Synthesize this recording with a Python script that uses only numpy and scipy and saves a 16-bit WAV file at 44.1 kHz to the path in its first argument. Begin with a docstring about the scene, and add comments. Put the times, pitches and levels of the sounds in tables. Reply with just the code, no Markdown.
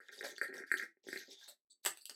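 """Plastic balls in a long tube

Small hollow plastic ornament balls slip down a long plastic tube, tipped by hand in a quiet, small furnished room.
Their knocks, rolls and scrapes are clicks, tiny grains and noise that drive resonances, with echoes along the tube.
Near the end a ball drops out with a bright clack, chattering noise over a broad body; a few lighter ones follow.
"""
import sys
import numpy as np
from scipy import signal
from scipy.fft import rfft, irfft
from scipy.io import wavfile
from scipy.ndimage import uniform_filter1d, map_coordinates

SR = 44100
rng = np.random.default_rng(int(sys.argv[2]) if len(sys.argv) > 2 else 0)


def wav_out(sig):
    """Save sig, one row per channel (or a flat mono array), as 16-bit PCM at SR to the path in sys.argv[1]."""
    wavfile.write(sys.argv[1], SR, np.round(np.clip(np.atleast_2d(sig).T, -1, 1) * 32767).astype(np.int16))


N = 94815
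TIME = np.arange(N) / SR  # s
CUTOFF_HZ = 16300  # top of the grains' bands; the microphone's top is cut just below

# Balls knock in the tube: (time [s], hollow pock level [dB], pock pitch [Hz],
# tube thud level [dB], thud pitch [Hz], shell click level [dB])
KNOCKS = [(.002, -33, 1550, -42.5, 407, -50), (0.0911, -27.5, 1780, -46, 443, -65),
          (0.2091, -18.5, 1800, -42, 480, -34.5), (0.2286, -23.5, 1780, -32.5, 463, -65.5),
          (0.381, -24, 1740, -35, 375, -36), (0.414, -7, 1730, -21, 385, -28),
          (0.5004, -38, 1780, -36, 336, -84), (0.5268, -25, 1800, -27.5, 359, -53),
          (0.5392, -25, 1820, -33, 390, -39.5), (0.603, -48, 1780, -26.5, 341, -41.5),
          (.637, -22, 1720, -34, 300, -63), (0.703, -31, 1900, -79, 347, -48),
          (0.7155, -2.5, 1780, -23.5, 337, -20), (0.7396, -7, 1740, -20, 338, -33),
          (0.7973, -14, 1810, -41, 347, -47.5), (0.8243, -14.5, 1760, -43, 302, -33.5),
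          (0.8334, -17.5, 1800, -37.5, 314, -43.5), (0.97, -53, 1900, -47, 357, -85.5),
          (1.068, -42, 1780, -25, 363, -52), (1.0859, -24, 1790, -21, 331, -33.5),
          (1.1288, -15, 1810, -19.5, 331, -33.5), (1.1594, -17.5, 1950, -23.5, 356, -42),
          (1.1726, -23, 1900, -46, 360, -42)]
# Resonance of the hollow ball: (frequency [Hz], relative level [dB])
POCK_CURVE = [(100, -61.5), (700, -50.5), (1100, -33), (1400, -4.5), (1650, 4.5), (1900, 4.5), (2200, -6.5),
              (2500, -16.5), (3000, -49.5), (5000, -91.5)]
POCK_HZ = 1780  # centre of POCK_CURVE; the spot that is struck shifts it
# Resonance of the thin shell: (frequency [Hz], relative level [dB])
SHELL_CURVE = [(200, -52), (1000, -32.5), (3300, -20), (4600, 6), (5400, -19.5), (6900, -14.5), (7900, 7),
               (9000, -3.5), (9700, -0.5), (10600, -5), (11500, -3), (13700, -8), (16000, -21)]
# Bright crack of a hard hit: (frequency [Hz], relative level [dB])
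CRACK_CURVE = [(200, -45.5), (1800, -35), (2300, -10.5), (2700, 2), (3700, -1), (4600, -1), (5500, -7),
               (6400, -1), (7100, -6), (7950, 8.5), (9000, -1.5), (11200, 0), (13500, -2.5), (16000, -13)]
# Broad body under the crack: (frequency [Hz], relative level [dB])
BODY_CURVE = [(30, -63), (80, -28), (200, -18), (400, -3.5), (800, -1.5), (1100, -6), (1400, -1.5),
              (1900, 1.5), (2600, -15), (4500, -50), (9000, -49)]


def from_db(db):
    """Decibels to gain."""
    return 10 ** (np.asarray(db) / 20)


def unit_energy(x):
    """Scale to a summed square of one."""
    return x / np.sqrt(np.sum(x ** 2) + 1e-20)


def at_hz(points, hz):
    """Read a table on a log-frequency axis."""
    f, value = np.transpose(points)
    return np.interp(np.log(np.maximum(hz, 1)), np.log(f), value)


def ring(x, spectrum, size=4096):
    """Drive a body with a resonance curve, as a causal minimum-phase response of unit energy."""
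    gain = from_db(at_hz(spectrum, np.fft.rfftfreq(size, 1 / SR)))
    cepstrum = irfft(np.log(gain))
    # Folding the cepstrum onto positive time makes the response causal.
    cepstrum[1:size // 2] *= 2
    cepstrum[size // 2 + 1:] = 0
    response = unit_energy(irfft(np.exp(rfft(cepstrum))))
    return signal.fftconvolve(x, response)[:N]


def shifted(x, spectrum, ratio):
    """Drive a body whose resonances are all moved by one ratio."""
    return ring(x, [(hz * ratio, db) for hz, db in spectrum])


def blows(times, db):
    """One single-sample click for each contact."""
    out = np.zeros(N)
    places = np.clip(np.asarray(times) * SR, 0, N - 1).astype(int)
    out[places] = from_db(db)
    return out


def cracks(times, db, chatter_s):
    """A hard contact chatters as a burst of noise that swells until chatter_s, then dies."""
    out = np.zeros(N)
    for s, level_db, noise in zip(times, db, rng.standard_normal((len(times), 512))):
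        age = np.arange(len(noise)) / SR / chatter_s
        burst = unit_energy(noise * age * np.exp(-age))
        i = int(s * SR)
        out[i:i + len(burst)] += from_db(level_db) * burst[:N - i]
    return out


def grains(per_s, spread_db, patchy_db, count=26):
    """Random tiny contacts, each in a narrow band; the favoured bands change as the contact moves; rms 1."""
    patch_s = .014  # spacing of the random changes in each band's level
    hz = np.fft.rfftfreq(N, 1 / SR)
    place = count * np.sqrt(hz / CUTOFF_HZ)
    out = 0
    for k in range(count + 1):
        sizes = from_db(spread_db * np.minimum(rng.exponential(1, N), 4))
        signs = rng.choice([-1, 1], N)
        favour = from_db(patchy_db * np.interp(TIME / patch_s, np.arange(N), rng.standard_normal(N)))
        hits = rng.random(N) < per_s / SR
        band = np.cos(np.pi / 2 * np.clip(place - k, -1, 1))
        out = out + band * rfft(sizes * signs * favour * hits)
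    return unit_energy(irfft(out, N)) * np.sqrt(N)


def stroke(start, length, db, fade_db):
    """A quick attack, a hold whose level drifts by fade_db, and a short release."""
    attack_s, release_s = 0.011, 0.0065
    t = TIME - start
    held = from_db(db - fade_db * np.clip(t / length, 0, 1))
    attack = np.clip(t / attack_s, 0, 1)
    release = np.exp(-np.maximum(t - length, 0) / release_s)
    return held * attack * release


def still_air():
    """The quiet air of the room: steady noise with a spectral curve."""
    # (frequency [Hz], relative level [dB])
    air_curve = [(30, -22), (150, -9), (350, 3), (900, -17.5), (4000, -27), (16000, -24.5)]
    return from_db(-95) * ring(rng.standard_normal(N), air_curve)


def room(x, size=16384, count=14):
    """A diffuse tail that builds up after a short gap and dies at its own rate in each band."""
    # Time to fall 60 dB: (frequency [Hz], time [s])
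    decay_times = [(200, .22), (550, 0.14), (1700, 0.19), (4000, .175), (10000, .17), (16000, .14)]
    delay_s, build_s = .003, 0.003
    t, hz = np.arange(size) / SR, np.fft.rfftfreq(size, 1 / SR)
    build = np.clip((t - delay_s) / build_s, 0, 1)
    white, tail = rfft(rng.standard_normal(size)), 0
    edges = np.append(0, np.geomspace(250, SR / 2, count))
    for low, high in zip(edges, edges[1:]):
        band = irfft(white * ((hz >= low) & (hz < high)))
        fade = from_db(-60 * t / at_hz(decay_times, (low + high) / 2))
        share = np.sqrt(2 * (high - low) / SR)  # energy in proportion to bandwidth
        tail = tail + unit_energy(band * fade * build) * share
    return signal.fftconvolve(x, tail)[:N]


def tube_echo(x, reflection, count=7):
    """Sound runs to and fro along the air in the tube, weaker on each trip."""
    round_trip_s = .00375
    lag = int(round_trip_s * SR)
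    return sum(reflection ** k * np.pad(x, (k * lag, 0))[:N] for k in range(count))


def sliding():
    """Even friction hisses in resonances of the tube wall, which glide as the ball travels."""
    # Smooth slides: (time [s], length [s], level [dB], fade over the length [dB])
    slides = [(1.281, .07, -65, -6), (1.36, 0.16, -65, -2)]
    # Tube wall: (frequency [Hz], relative level [dB])
    wall_curve = [(200, -54), (600, -22), (850, -20), (1200, -31), (2000, -14), (2600, -27), (3200, -7),
                  (3650, 6), (4300, -12), (6600, -10), (8500, -30), (16000, -38)]
    # Main wall resonance along the way: (time [s], pitch [Hz])
    glide = [(1.27, 3720), (1.36, 3480), (1.44, 3600), (1.5, 3850)]
    wall_hz = 3600  # centre of wall_curve
    hiss = ring(rng.standard_normal(N), wall_curve)
    # Reading the hiss faster or slower moves its resonances.
    place = np.cumsum(np.interp(TIME, *np.transpose(glide)) / wall_hz)
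    return map_coordinates(hiss, [place], mode="wrap") * sum(stroke(*row) for row in slides)


def rubbing():
    """Dense grains, mostly plastic rubbing on plastic, drive resonances of the tube wall and the shells."""
    # Rubs, and at 1.828 s a faint noisy swell just before the big clack; before the trim in the scene:
    # (time [s], length [s], scrape level [dB], shell hiss level [dB], fade over the length [dB])
    rubs = [(0.005, 0.075, -75, -80, -2.5), (0.113, 0.1, -55.5, -60, 6), (0.233, 0.085, -43, -50, 10),
            (0.348, 0.03, -59, -82, 0), (0.425, 0.039, -53.5, -46.5, 14), (0.531, 0.069, -59.5, -58.5, 3),
            (0.66, 0.054, -67, -70, -1.5), (0.726, 0.034, -90, -50, 3), (0.767, 0.09, -46, -52, 17),
            (1.031, 0.069, -64.5, -99.5, 0.5), (1.071, 0.057, -61, -63.5, -7),
            (1.126, 0.067, -55, -57.5, -2), (1.192, 0.11, -50.5, -69, 18.5), (1.298, 0.035, -62, -64, -5),
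            (1.383, 0.064, -64.5, -70, -4), (1.476, 0.035, -72, -44.5, 17), (1.828, 0.02, -67, -69, -8),
            (2.006, 0.055, -82, -56, 18)]
    # A sliding ball's shell sings, before the same trim: (time [s], length [s], level [dB])
    squeaks = [(1.697, 0.032, -57), (1.955, 0.057, -60)]
    # Scraped tube wall: (frequency [Hz], relative level [dB])
    scrape_curve = [(100, -53.5), (500, -18), (880, -16.5), (1200, -46), (2000, -8.5), (2700, -14.5),
                    (3600, -1), (4500, -3), (5400, -5.5), (6500, -4.5), (7400, -13.5), (10000, -30.5),
                    (16000, -33)]
    # Singing shell: (frequency [Hz], relative level [dB])
    squeak_curve = [(200, -68.5), (1500, -39.5), (2800, -38), (3600, 3.5), (4300, 1), (4570, 10.5),
                    (4850, -13.5), (5300, -19), (6500, -12), (7400, -12), (7750, 1.5), (8000, 6.5),
                    (8400, -15.5), (9500, -19.5), (11500, -29.5), (16000, -32)]
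    slips = grains(per_s=560, spread_db=3.5, patchy_db=5.5)  # per_s counts each band
    scrape = sum(stroke(s, length, db, fade) for s, length, db, _, fade in rubs)
    hiss = sum(stroke(s, length, db, fade) for s, length, _, db, fade in rubs)
    squeak = sum(stroke(s, length, db, fade_db=7) for s, length, db in squeaks)
    wall = ring(slips * scrape, scrape_curve)
    return wall + ring(slips * hiss, SHELL_CURVE) + ring(slips * squeak, squeak_curve)


def thud(x, pitch_hz):
    """The air and wall of the tube answer at a pitch set by where the ball is."""
    # (frequency [Hz], relative level [dB])
    thud_curve = [(30, -47.5), (75, -48), (130, -16.5), (240, -11), (360, 7), (520, -10.5), (780, -19),
                  (1050, -37.5), (2500, -61)]
    return shifted(x, thud_curve, pitch_hz / 338.4)  # 338.4 Hz: centre of the curve


def rolling():
    """Small bumps of a rolling ball drive the same hollow resonances as the knocks."""
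    # Rolls along the wall, before the trim in the scene: (time [s], length [s], hollow pock level [dB],
    # tube thud level [dB], thud pitch [Hz], fade over the length [dB])
    rolls = [(0, 0.078, -57.5, -66, 420, 20), (0.079, 0.096, -57, -67.5, 383, 9),
             (0.159, 0.087, -88, -66.5, 417, -15), (0.234, 0.048, -41, -45.5, 548, 10.5),
             (0.283, 0.057, -60.5, -59, 356, 0), (0.415, 0.046, -40.5, -53, 420, 3),
             (0.479, 0.048, -47.5, -45.5, 349.5, 17.5), (.54, 0.085, -49.5, -49, 400, 7),
             (0.668, 0.099, -61, -75, 280, 4), (0.753, 0.099, -48.5, -57.5, 356.4, 0),
             (1.034, 0.083, -87.5, -63.5, 392, 13.5), (1.09, 0.081, -56.5, -62, 342, -6),
             (1.195, 0.042, -59.5, -65.5, 366.6, 2), (1.27, 0.064, -88.5, -62, 368, 3),
             (1.405, .05, -68, -77, 851, 4), (1.477, 0.05, -69, -66, 560, 10),
             (2.103, 0.03, -70.5, -56, 375, 16)]
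    bumps = grains(per_s=300, spread_db=3.5, patchy_db=2.5)
    pock = sum(stroke(s, length, db, fade) for s, length, db, _, _, fade in rolls)
    thuds = sum(thud(bumps * stroke(s, length, db, fade), hz) for s, length, _, db, hz, fade in rolls)
    return ring(bumps * pock, POCK_CURVE) + thuds


def ticking():
    """The thin shell clicks on each knock, and short pitched pings of the shell sound among the knocks and clacks."""
    # Short pitched pings of the thin shell, spread from 3 to 6.2 kHz, most between 3.5 and 4.7 kHz; the one at
    # 2.0553 s is # the pitched part of the light clack there: (time [s], level [dB], pitch [Hz])
    ticks = [(0.0841, -33, 3780), (0.1896, -30, 3720), (.2265, -30, 3550), (0.247, -27, 4650),
             (.3632, -33, 3490), (0.3802, -25, 4650), (.4311, -29, 4600), (0.48, -36, 4200),
             (0.5668, -33, 3720), (0.58, -33, 5600), (.741, -35, 4660), (.7743, -28, 3950),
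             (.783, -28, 6200), (1.174, -23, 4100), (1.459, -38, 3700), (2.0553, -27, 4400),
             (2.0958, -18.5, 4550), (2.109, -35, 3000)]
    # Ping of the shell: (frequency [Hz], relative level [dB])
    ping_curve = [(500, -42), (2500, -19), (4000, -9), (4600, 8), (5200, -10), (8000, -14), (16000, -32)]
    ping_hz = 4600  # centre of ping_curve
    s, *_, shell_db = np.transpose(KNOCKS)
    clicks = ring(cracks(s, shell_db, chatter_s=0.0033), SHELL_CURVE)
    pings = sum(shifted(cracks([at], [db], chatter_s=0.0008), ping_curve, hz / ping_hz)
                for at, db, hz in ticks)
    return clicks + pings


def knocking():
    """Each knock sounds the hollow ball and the tube, each at a pitch of its own."""
    out = np.zeros(N)
    for s, pock_db, pock_hz, thud_db, thud_hz, _ in KNOCKS:
        out += shifted(blows([s], pock_db), POCK_CURVE, pock_hz / POCK_HZ)
        out += thud(blows([s], thud_db), thud_hz)
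    return out


def ringing():
    """Light touches leave the shell of a free ball ringing on a few clear modes."""
    # Touches that set it ringing: (time [s], level [dB])
    touches = [(1.708, -64.5), (1.974, -66), (2.004, -71), (2.0956, -56), (2.143, -50)]
    # Shell modes: (frequency [Hz], relative level [dB], time to fall 60 dB [s])
    modes = [(4600, -2, .085), (7825, -6, .07), (7570, -9, .07)]
    touch_s = 0.0019  # a soft touch lets the ring swell
    shell = sum(from_db(db - 60 * TIME / t60) * np.sin(2 * np.pi * hz * TIME) for hz, db, t60 in modes)
    swell = (1 - np.exp(-TIME / touch_s)) ** 2
    return signal.fftconvolve(blows(*np.transpose(touches)), shell * swell)[:N]


def skittering():
    """The dropping ball skitters over the rim: a fine crackle of tiny contacts joins the big clack."""
    # (time [s], length [s], level [dB], fade over the length [dB])
    skitter = (1.85, .02, -47, -1)
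    contacts = grains(per_s=130, spread_db=3, patchy_db=2) * stroke(*skitter)
    return ring(contacts, CRACK_CURVE) + from_db(-2.5) * ring(contacts, BODY_CURVE)


def clacking():
    """Hard hits in the open: a bright crack of the shell over a broad body."""
    # (time [s], bright crack level [dB], body level [dB])
    clacks = [(1.4795, -39, -41), (1.488, -36, -46), (1.844, -35, -48), (1.8502, -15, -23),
              (1.8598, -9.5, -18.5), (1.8626, -11, -21), (1.865, -17, -15), (1.9727, -31.5, -43.5),
              (2.055, -21.5, -70), (2.0957, -29.5, -33), (2.1024, -33, -38)]
    s, crack_db, body_db = np.transpose(clacks)
    bright = ring(cracks(s, crack_db, chatter_s=0.0006), CRACK_CURVE)
    return bright + ring(blows(s, body_db), BODY_CURVE)


def scene():
    """The tube and the clacks in a small furnished room, over its still air."""
    # The hollow, low part echoes strongly in the tube; the treble echoes weakly.
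    hollow = tube_echo(knocking() + from_db(-2) * rolling(), reflection=0.37)
    treble = tube_echo(ticking() + from_db(-4.5) * rubbing() + sliding(), reflection=.15)
    tube = hollow + treble
    clacks = clacking() + skittering() + ringing()
    reverberation = room(from_db(-6.5) * tube + from_db(-1.5) * clacks)
    return (tube + clacks + reverberation + still_air())[None]


def record(dry):
    """A noise suppressor turns down the quietest tails; the top is cut steeply."""
    threshold_db, slope, depth_db = -70, .5, 7  # slope: dB of cut per dB below the threshold
    window_s = .02
    power = np.abs(uniform_filter1d(dry ** 2, int(window_s * SR)))
    level_db = 10 * np.log10(power + 1e-18)
    gated = dry * from_db(np.clip(slope * (level_db - threshold_db), -depth_db, 0))
    top_cut = signal.ellip(10, .3, 80, CUTOFF_HZ - 400, fs=SR, output="sos")
    return signal.sosfilt(top_cut, gated)


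dry = scene()
out = record(dry)
wav_out(out)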